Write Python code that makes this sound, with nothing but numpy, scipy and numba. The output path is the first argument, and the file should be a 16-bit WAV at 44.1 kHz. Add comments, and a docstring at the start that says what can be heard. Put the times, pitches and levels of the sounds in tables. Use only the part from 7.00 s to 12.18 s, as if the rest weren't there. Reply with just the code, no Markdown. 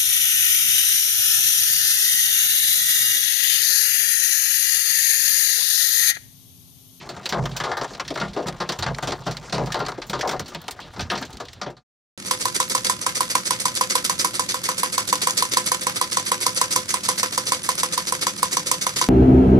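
"""Hailstones hammer on a car in a storm, heard inside behind the cracked windscreen: each one excites
a treble crack (noise bands), panel knocks (damped modes) and a roof boom (low modes that build up late).
Random small hail and drops patter between the stones by the same means, over a noise wash of rain.
A fast limiter holds the big blows, so their treble comes first and the boom swells after; the end fades out."""
import sys
import numpy as np
from scipy import signal
from scipy.io import wavfile
from scipy.ndimage import uniform_filter1d
from numba import njit

SR = 44100
rng = np.random.default_rng(int(sys.argv[2]) if len(sys.argv) > 2 else 0)


def pcm_store(signal):
    """Save signal as 16-bit PCM."""
    levels = np.round(np.clip(np.atleast_2d(signal), -1, 1) * 32767)
    wavfile.write(sys.argv[1], SR, levels.astype(np.int16).T)


N = 228283  # samples
OPPOSITE = np.array([[1], [-1]])  # signs of a left-right difference


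def undb(db):
    """Level to amplitude: 20 dB is a factor of ten."""
    return 10 ** (np.asarray(db) / 20)


def read(table, hz):
    """Interpolation of an (f/Hz, value) table on a log-frequency axis."""
    table = np.array(table)
    return np.interp(np.log(hz), np.log(table[:, 0]), table[:, 1])


def walk(rate):
    """Random modulation: straight lines join random levels 1 / rate s apart; spread near 1.9."""
    hold = int(SR / rate)
    steps = np.repeat(rng.standard_normal(N // hold + 1), hold)
    return 2.27 * uniform_filter1d(steps, hold)[:N]


# Balance of the two channels: f/Hz, left over right level/dB
LEFT_OVER_RIGHT = [(60, 1), (110, -4), (200, -0.5), (380, 1.5), (700, 3.5), (1290, 3), (2380, 1),
                   (4400, -2), (8120, 1), (15000, -0.5)]


def channel_tilt(hz):
    """Interchannel level difference, split evenly between left and right."""
    return undb(read(LEFT_OVER_RIGHT, hz) / 2 * OPPOSITE)


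# What the two channels do not share: f/Hz, side against mid level/dB
SIDE_OVER_MID = [(60, -18.5), (700, -16.5), (2400, -33.5), (4400, -51), (6500, -3.5), (8500, 1.5),
                 (10200, 13), (12000, -14), (15000, -23)]


def band_noise(hz, octaves):
    """Band-limited noise with partial interchannel coherence: shared mid of rms 1, opposed side."""
    edges = hz * 2 ** (np.array([-.5, .5]) * octaves)
    edges = np.minimum(edges, [.44 * SR, .48 * SR])
    band = signal.butter(2, edges, "band", fs=SR, output="sos")
    mid, side = signal.sosfilt(band, rng.standard_normal((2, N)))
    both = mid + undb(read(SIDE_OVER_MID, hz)) * side * OPPOSITE
    return channel_tilt(hz) * both / mid.std()


# Spectral density of the rain wash: f/Hz, relative level/dB per Hz
RAIN_SPECTRUM = [(18, -48), (30, -3), (127, 7), (540, -12), (1430, -14.5), (2290, -17.5), (4780, -13.5),
                 (10200, -48.5), (14400, -46.5), (16000, -54)]
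RAIN_DB = -43.5  # rms level of the wash ahead of the limiter


def rain():
    """Superposition of many unresolved impacts: rain on the bodywork as noise, each band flickering alone."""
    out = 0
    for hz in 35 * 2 ** np.arange(0, 9, 2 / 3):
        level = undb(read(RAIN_SPECTRUM, hz) + 3.4 * walk(25))
        out = out + level * np.sqrt(hz) * band_noise(hz, 2 / 3)  # bandwidth grows with hz
    return undb(RAIN_DB) * out / out.std()


# Base strength of small hail and rain drops: t/s, level/dB before the random spread
PATTER_STRENGTH = [(0, -36), (1.2, -36), (2.4, -33.5), (3.5, -41), (4.3, -40.5), (4.85, -48)]
PATTER_PER_S = 220  # sets the count, from the full length
PATTER_SPREAD_DB = 3.3  # scale of the logarithmic size spread
FADE_START_S, FADE_END_S = 4.496, 4.835


def patter():
    """Random impact process: uniform arrival times, many small grains and few larger ones."""
    count = int(PATTER_PER_S * N / SR)
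    u = rng.random((count, 4)).T
    g = rng.standard_normal((count, 2)).T
    s = u[0] * FADE_END_S
    # the offset in the logarithm bounds the largest grain
    size = np.interp(s, *np.transpose(PATTER_STRENGTH)) - PATTER_SPREAD_DB * np.log(0.089 + u[3])
    same = np.ones(count)
    crack_hz = 2500 * 2 ** (2.2 * u[1])
    sizzle_db = -12 + 3 * g[0]
    knock_db = size - 12 + 3 * g[1]
    knock_hz = 400 * 2 ** (1.53 * u[2])
    # the constants: knock octaves, boom Hz, build-up ms, crack ring share, body ring share
    return np.array([s, size - 13, crack_hz, sizzle_db, knock_db, knock_hz, 0.5 * same,
                     size - 16, 120 * same, 0.72 * same, 0.2 * same, 0.36 * same]).T


# Loud hailstones: t/s, crack level/dB, sizzle above crack level/dB, knock level/dB, knock centre f/Hz,
# boom level/dB, boom centre f/Hz, build-up t/ms (long for far or shattering stones), ring as share of usual t60.
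# Levels are relative: each radiator applies its own offset.
STONES = [(0.0174,-39.5,-46,-58,803,-29,142.3,.8,.9),(.0905,-27,-15,-30.5,693,-52.5,166,1.4,0.88),(0.1647,-34,-22,-33.5,664,-31.5,165.5,3.8,0.81),
          (.2303,-38,-24,-49,820,-56.5,159,2.3,0.77),(0.2567,-15.5,-14.5,-27.5,750,-40.5,179.6,1.8,0.49),(0.2911,-21.5,-3,-32,750,-34.5,108.3,.9,0.75),(0.3243,-8,-25.5,-7,930,-5.5,168,4.8,0.69),
          (.345,-24.5,-7,-9,664,-53,150,2.4,0.57),(0.3893,-52,-20.5,-16.5,543,-1.5,139,.5,0.59),(0.438,-33.5,-7,-22.5,412,-30,132,.7,0.45),
          (0.4559,-23,-14,-22,830,-30,152,.8,0.44),(0.4923,-41,1,-34,600,-12.5,129,1.4,0.54),(0.513,-35.5,-12,-48.5,640,-28.5,138,2.8,0.88),
          (.5558,-52,-16.5,-35,906,-55.5,131.3,4.6,.95),(0.5649,-18,-2,-33.5,990,-53,155,2.8,0.63),(0.6005,-19.5,-21,-19,1120,-18.5,139.3,2.3,0.6),
          (0.6357,-20.5,-18,-21,754,-41,164,6.1,1),(.664,-50,-17,-25,764,-46,150.4,1.8,1),(0.689,-47,-14,-22.5,590,-45,150,2.4,1),
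          (0.7152,-26.5,-25,-18.5,1140,-30,152,1.9,0.76),(0.769,-26,-9.5,-23,1188,-55,138,2.1,.95),(0.8128,-25,-31,-21.5,680,-24.5,124,.9,0.77),
          (.834,-30.5,-13,-27,800,-56,139.7,0.39,.3),(.8431,-24.5,-15,-22.5,860,-56,111,1.7,0.39),(.9056,-42,-10,-32.5,537,-31,164,.6,0.77),(.8783,-38,-14,-57,640,-55,181,.9,0.25),(0.934,-35,-33,-57,620,-55,196,.7,0.57),(0.949,-27.5,-27,-31,476,-60,171,1.5,0.27),
          (.9698,-39,-32,-58,579,-55,178,.7,.2),(0.997,-17,-20.5,-21,1000,-43,190,3.7,0.51),(1.049,-35,-22,-45,800,-52.5,130,1.8,0.71),(1.0793,-24,-21,-55,1045,-50,156,.7,0.54),
          (1.1041,-26,-17,-19.5,378,-58,196,.9,0.6),(1.1402,-34,-7,-58,470,-52,165,1.7,.8),(1.1553,-30,-26.5,-28.5,630,-23.5,136.8,.9,0.62),(1.1595,-27,-16,-22,736,-39.5,137,.5,0.29),(1.1746,-28.5,-10,-23.5,1180,-47.5,135,.7,0.64),
          (1.1991,-26.5,-32,-28,480,-51,161,.9,1),(1.2134,-23.5,-31,-21.5,1090,-17,170,1.2,0.83),(1.235,-37,-15,-29,780,-48.5,150,2,0.71),
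          (1.2524,-38,-26,-34.5,580,-34,185,.7,1),(1.281,-41.5,-12,-49,640,-27.5,179,1.2,0.92),(1.333,-35,-17.5,-53,770,-45,180,.8,0.9),
          (1.3638,-31,-34,-16.5,420,-30,173,.7,0.91),(1.3737,-25,-27,-13.5,560,-30.5,180,6.8,0.71),(1.4261,-40.5,-27,-29.5,463,-42,164,.9,0.85),
          (1.4584,-43,-13,-32.5,970,-17,153,1.9,1),(1.4679,-26,-7,-27.5,470,-27.5,146,3.5,0.83),(1.4826,-22,-8,-22,556,-45,140,.9,0.46),
          (1.5258,-30.5,-19,-32,500,-29,133,.7,0.23),(1.6013,-15.5,-17,-14.5,850,-19.5,161,43,0.75),(1.69,-12.5,-15.5,-18.5,630,-20,159.4,3,0.52),
          (1.7208,-20,-18,-25.5,790,-56,133,1,0.58),(1.7883,-23,-4,-29,720,-13.5,106.4,1.2,0.6),(1.8095,-36,-15,-41,815,-50,165,1,0.57),
          (1.8246,-13.5,-19.5,-19,935,-38,161.4,3.5,0.55),(1.8635,-12.5,-40,-12.5,1210,-5,132.7,6.3,0.53),(1.9045,-46,-31,-24.5,630,-17,146,.3,0.48),
          (1.947,-24.5,-19,-55,680,-49,142,1.2,0.22),(1.9849,-24.5,-10,-20,1010,-54,151.4,.7,0.25),(2.0245,-20,-7,-24.5,720,-18,138,6.1,0.95),
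          (2.0718,-22,-15,-22,530,-15.5,115,3.8,0.98),(2.1075,-22,-37,-51,500,-27,163,.9,0.21),(2.1192,-18,-19,-20.5,663,-35,138,2.5,.53),
          (2.2193,-41,-19,-67,790,-53,136,.8,0.35),
          (2.2649,-21,-17,-18,616,-12,143.5,9,0.8),(2.3104,-27,-8,-44,875,-24,130,1,0.89),(2.369,-25.5,-8,-58,624,-51,131,.5,0.38),
          (2.4267,-34,-20,-37.5,514,-53.5,207.4,2.6,.7),(2.496,-30.5,-17.5,-47,970,-49,158,1.2,0.51),(2.524,-14.5,-18,-17,710,-12,156,13,0.94),
          (2.58,-22,-23,-12.5,580,-4.5,133.2,4.7,0.85),(2.638,-53,-10,-16.5,317,-44.5,142,2.5,0.22),(2.6585,-33.5,-6.5,-60.5,443,-45.5,142,.7,1),
          (2.671,-34,-26.5,-26.5,770,-15,148,.3,0.51),(2.7018,-40,-8.5,-33,940,-38,127,1.9,0.78),(2.7206,-16.5,-11.5,-39,956,-50,147,1.9,0.48),
          (2.7434,-17.5,-16,-14,770,-35,237,1.1,0.8),(2.7902,-30.5,-7.5,-29,760,-15.5,141,2.8,0.86),(2.8019,-25,-60,-17.5,684,-39,143,1.8,.9),
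          (2.8494,-30,-33,-49,540,-44,132.7,2.8,1),(2.8637,-23,-16.5,-27.5,865,-51,132,1.1,0.33),(2.8832,-23,-13,-21,824,-28,147.3,1.9,0.56),
          (2.9191,-31,-30,-26,806,-32,123,.8,0.28),(2.9785,-35,-21,-19,398,-58,133,3.3,0.39),(3.0176,-26.5,-38,-34,980,-50.5,132,1.5,0.66),
          (3.0666,-44,14,-62,710,-45.5,170,.8,.9),
          (3.097,-24,-2.5,-28.5,690,-21,167,.6,0.63),(3.1311,-19.5,-24.5,-16.5,750,-14,124,5.5,0.72),(3.1909,-26,-13,-26,520,-44,153,2.6,0.64),
          (3.2101,-17.5,-16,-46,980,-52,178,1.4,0.57),(3.2295,-45.5,-18.5,-17,710,-54,139,.3,0.44),(3.248,-37,-25,-19.5,625,-45.5,164,2,0.88),
          (3.2753,-23.5,-4,-22.5,550,-29,201,.75,0.62),(3.2918,-13.5,-14,-20,1220,-43,152.7,2.6,0.39),(3.3114,-24.5,-10,-28.5,766,-21.5,138.5,.7,1),
          (3.3319,-33,-28,-18,645,-44.5,163,1.6,0.59),(3.3625,-36,-25,-35,740,-43,184,1.6,0.7),(3.395,-24,-2.5,-25,705,-21,144,.6,0.53),
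          (3.4592,-35.5,-7,-52,790,-60,104,1.4,0.97),(3.4806,-32.5,-2,-44,810,-56,81.4,.8,1),(3.4858,-35,-6,-49,720,-60,88,0.96,0.13),(3.5193,-40,-24.5,-36,647,-61.5,210,1.8,0.65),
          (3.5359,-36,-6,-46.5,696,-25.5,163,4.9,0.5),(3.548,-22.5,-39,-29,667,-30,144,.8,0.49),(3.616,-36,13,-62,810,-63,146,1.2,0.29),
          (3.64,-42.5,-8,-43.5,660,-46,149,.8,0.47),
          (3.6811,-21.5,-11,-23.5,820,-38.5,122,1.2,0.35),(3.7094,-28,7,-43,790,-55,150,.7,0.56),(3.7656,-50,-15,-59,744,-60,157,1.3,.8),(3.7905,-44,-12,-30.5,1050,-52,164,1.3,.3),
          (3.8013,-33.5,-5,-38,704,-57,162,1.3,0.52),(3.8324,-62,-13,-50,624,-36.5,149,1.9,1),(3.9346,-42,-13,-42.5,746,-57,216,5.1,0.96),(3.9624,-34,-32,-32.5,730,-52,183,2.1,.6),
          (3.9816,-44,3,-46,850,-25,176,5.3,0.76),(3.9936,-24.5,-20.5,-25,603,-26,127,.65,0.65),(4.0068,-23,-14.5,-43.5,760,-14,102.4,.7,0.86),
          (4.1002,-16,-29.5,-26,547,-47.5,196,2.8,1),(4.116,-27,-4,-18.5,780,-23,192,.3,0.91),(4.1531,-22.5,-33,-29,800,-59,153,2.1,0.74),
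          (4.176,-26,-19,-35.5,630,-55,150,2,0.85),(4.213,-36,12,-28,870,-44,135,3.4,0.48),(4.2246,-22.5,-29,-30.5,870,-60,148,1.7,0.49),
          (4.2516,-36,-3,-47,650,-35,149,.7,0.7),(4.306,-38,-2,-52,408,-60,120,.8,0.21),(4.312,-46,-5,-50,480,-57,150,.7,.3),(4.3298,-35,-2,-60,830,-53,181,0.69,0.39),(4.343,-42,-10,-50,870,-52,150,.8,.3),
          (4.3707,-32.5,-12,-60,830,-60,194.3,.8,.28),(4.4003,-28,-13,-25.5,557,-50,165,3.7,0.73),(4.4528,-35,-7,-55,676,-60,167,1.1,0.2),
          (4.4843,-28.5,-20,-59,760,-52,202,2.2,0.31),(4.5313,-31,-3,-52,650,-51,115,.9,0.36),(4.6143,-16.5,-29,-19,1040,-25,202,2.4,0.77),
          (4.6621,-25,-62,-16,567,-15,137,6,0.86),(4.701,-37,-7,-29,555,-41,150,2,0.86),(4.7668,-33.5,-16,-33,760,-22,126.5,4.4,1)]
CRACK_HZ = 3820  # crack centre at a sizzle of -31 dB
CRACK_FOLLOWS_SIZZLE = .008  # octaves the crack centre rises for each dB of sizzle
KNOCK_OCTAVES, KNOCK_NARROWING = 0.68, 0.014  # knock width; octaves lost for each dB above the crack
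BODY_RING_MORE = 0.033  # added to the ring share for the body


def stones():
    """Impact excitation: each stone drives crack, knock and boom at its own levels and centres."""
    s, crack_db, sizzle_db, knock_db, knock_hz, boom_db, boom_hz, build_ms, ring_share = np.transpose(STONES)
    crack_hz = CRACK_HZ * 2 ** (CRACK_FOLLOWS_SIZZLE * (sizzle_db + 31))
    width = KNOCK_OCTAVES - KNOCK_NARROWING * np.clip(knock_db - crack_db, 0, 15.5)
    return np.array([s, crack_db, crack_hz, sizzle_db, knock_db, knock_hz, width,
                     boom_db, boom_hz, build_ms, ring_share, ring_share + BODY_RING_MORE]).T


def blows():
    """Superposition: stones and patter strike the same body; columns come in time order."""
    small = patter()
    rows = np.vstack([stones(), small])
    return rows[np.argsort(rows[:, 0])].T


@njit
def bursts(at, power, rise, fall, n):
    """Energy addition: summed power of blows that each build up and die away at their own rate."""
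    out = np.zeros(n)
    for e in range(len(at)):
        a, b, i = power[e], power[e], at[e]
        while i < n and a > 1e-11:
            a, b = a * fall[e], b * rise[e]
            out[i] += a - a * b / power[e]
            i += 1
    return out


# Colour of a crack inside the cabin: f/Hz, level/dB
CRACK_COLOUR = [(1500, -2), (2400, -11.5), (4200, -6), (6000, -8.5), (8000, -9.5), (10500, -22.5),
                (14000, -10), (16000, -32)]
# Usual reverberation of panels and cabin: f/Hz, t60 t/s (scaled by each blow's ring share)
RING = [(250, 0.2), (700, 0.18), (1800, 0.18), (4500, 0.13), (12000, 0.11)]


def cracks(at, crack_db, crack_hz, sizzle_db, build_ms, ring_share):
    """High modal density: treble modes too dense to count act as noise bands that swell at each blow."""
    out = 0
    rise = np.exp(-1000 / (np.maximum(build_ms, .1) * SR))
    tick_decay = np.exp(-1 / (0.0002 * SR))
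    for hz in 1700 * 2 ** np.arange(0, 3.4, 1 / 3):
        # the crack's hump hands over to its sizzle above 5.5 kHz
        high = np.clip(np.log2(hz / 5500) / 1.8, 0, 1)
        hump_db = -5 * np.log2(hz / crack_hz) ** 2
        db = crack_db - 3 + read(CRACK_COLOUR, hz) + (1 - high) * hump_db + high * sizzle_db
        power = undb(db + 2.59 * rng.standard_normal(len(at))) ** 2
        t60 = read(RING, hz) * np.clip(ring_share, .15, 4)
        fall = np.exp(-2 * np.log(1000) / (t60 * SR))
        # the faster a blow builds up, the stronger its opening tick
        spikes = np.bincount(at, power * np.exp(-build_ms / 0.61), N)
        tick = signal.lfilter([1], [1, -tick_decay], spikes)
        envelope = np.sqrt(bursts(at, power, rise, fall, N) + 7 * tick)
        out = out + envelope * band_noise(hz, 1 / 3)
    return out


@njit
def ring(at, push, turn, fall, swell, ears, n):
    """Modal synthesis: blow e gives damped mode m the push[m, e], decay fall[m, e] and build-up swell[m, e]."""
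    out = np.zeros((2, n))
    for m in range(len(turn)):
        for e in range(len(at)):
            z, a, b, i = 1 + 0j, push[m, e], 1., at[e]
            while i < n and abs(a) > 3e-5:
                z, a, b = z * turn[m], a * fall[m, e], b * swell[m, e]
                out[0, i] += a * (1 - b) * (z * ears[m, 0]).imag
                out[1, i] += a * (1 - b) * (z * ears[m, 1]).imag
                i += 1
    return out


# Individually placed panel modes among an evenly spread set: f/Hz, level/dB relative to that set
PLACED_MODES = [(357, 7.5), (415, 1), (480, -5.5), (590, -5), (734, 3), (930, 0.5), (1027, -4.5),
                (1205, 3.5), (1379, 0.5)]
# Time constant of a panel mode's build-up: f/Hz, cycles (a share of the blow's own build-up is added)
BUILD = [(250, 1.1), (500, 3.9), (1500, 0.77)]


def panels(at, knock_db, knock_hz, width, build_ms, ring_share):
    """Modal excitation by position: every blow lands elsewhere, so each mode gets a new share of its knock."""
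    spread_hz = np.geomspace(250, 2200, num=56) * (1 + 0.013 * rng.standard_normal(56))
    placed_hz, placed_db = np.transpose(PLACED_MODES)
    hz = np.r_[spread_hz, placed_hz]
    db = np.r_[0 * spread_hz, placed_db][:, None] + knock_db - 15.0
    # a narrow knock puts its energy into fewer modes; a weak skirt reaches all the others
    width = np.clip(width, .1, 1.5)
    off_centre_db = np.minimum(1.77 * (np.log2(hz[:, None] / knock_hz) / width) ** 2, 22)
    db = db - 10 * np.log10(width) - off_centre_db
    db = db + 4.3 * rng.standard_normal((len(at), len(hz))).T
    sign = np.sign(rng.standard_normal((len(at), len(hz))).T)
    # complex log gain: left gets plus, right gets minus
    apart = undb(read(SIDE_OVER_MID, hz)) * np.exp(2j * np.pi * rng.random(len(hz)))
    lean = np.log(undb(read(LEFT_OVER_RIGHT, hz) / 2)) + apart
    ears = np.exp(np.outer(lean, [1, -1]))
    t60 = np.outer(read(RING, hz), np.clip(ring_share, .2, 2))
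    fall = np.exp(-np.log(1000) / (t60 * SR))
    build_s = read(BUILD, hz)[:, None] / hz[:, None] + 0.29 * build_ms / 1000
    swell = np.exp(-1 / (build_s * SR))
    return ring(at, undb(db) * sign, np.exp(2j * np.pi * hz / SR), fall, swell, ears, N)


# Roof and cabin modes: f/Hz, relative level/dB, t60 t/s (scaled by each blow's ring share)
ROOF_MODES = [(51.3, 11, 0.39), (88.1, 5.5, 0.26), (122, -5.5, 0.31), (134.1, 0.5, 0.26), (163.7, 2, 0.25),
              (199, 10, 0.17), (237.2, 2.5, 0.44)]
ROOF_BUILD = 3.54  # time constant of a roof mode's energy build-up, in cycles


def roof(at, boom_db, boom_hz, ring_share):
    """Low-order resonance: blows add energy to the roof modes nearest their centre, which swell late and ring."""
    out, t = 0, np.arange(N) / SR
    for hz, mode_db, t60 in ROOF_MODES:
        off_centre_db = np.minimum(70 * np.log2(hz / boom_hz) ** 2, 20.5)
        power = undb(mode_db + boom_db - 9.0 - off_centre_db) ** 2
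        rise = np.full(len(at), np.exp(-hz / (ROOF_BUILD * SR)))
        fall = np.exp(-2 * np.log(1000) / (t60 * (0.44 + 0.77 * ring_share) * SR))
        energy = bursts(at, power, rise, fall, N)
        cycles = hz * t + rng.random() + 0.07 * walk(13)  # the phase wanders a little
        out = out + channel_tilt(hz) * np.sqrt(energy) * np.sin(2 * np.pi * cycles)
    return out


def scene():
    """Linear superposition of cracks, panel knocks, roof boom and rain."""
    (s, crack_db, crack_hz, sizzle_db, knock_db, knock_hz, width,
     boom_db, boom_hz, build_ms, crack_ring, body_ring) = blows()
    at = (s * SR).astype(np.int64)
    knocks = panels(at, knock_db, knock_hz, width, np.maximum(build_ms, 0), body_ring)
    boom = roof(at, boom_db, boom_hz, body_ring)
    treble = cracks(at, crack_db, crack_hz, sizzle_db, build_ms, crack_ring)
    return knocks + boom + treble + rain()


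@njit
def limit(x, top, attack, release):
    """Peak limiting: gain falls fast to hold peaks near the ceiling, then recovers; the first spike slips through."""
    gain, e = np.empty(x.shape[1]), 0.
    for i in range(x.shape[1]):
        now = max(abs(x[0, i]), abs(x[1, i]))
        e = e + attack * (now - e) if now > e else e * release
        gain[i] = min(1., top / (e + 1e-18))
    return gain


def fade(t):
    """Linear amplitude ramp to silence."""
    return np.clip((FADE_END_S - t) / (FADE_END_S - FADE_START_S), 0, 1)


CEILING_DB = -17  # of the limiter, ahead of the filters
ATTACK_S, RELEASE_S = .00015, .009  # limiter time constants
TOP_HZ = 16300  # edge of the steep top cut


def record(dry):
    """Dynamic range compression and band limiting: peak limiter, bass cut, top cut and fade-out."""
    attack = 1 - np.exp(-1 / (ATTACK_S * SR))
    release = np.exp(-1 / (RELEASE_S * SR))
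    held = dry * limit(dry, undb(CEILING_DB), attack, release)
    held = signal.sosfilt(signal.butter(1, 40, "high", fs=SR, output="sos"), held)
    held = signal.sosfilt(signal.ellip(10, .2, 80, TOP_HZ, fs=SR, output="sos"), held)
    return held * fade(np.arange(N) / SR)


dry = scene()
out = record(dry)
pcm_store(out)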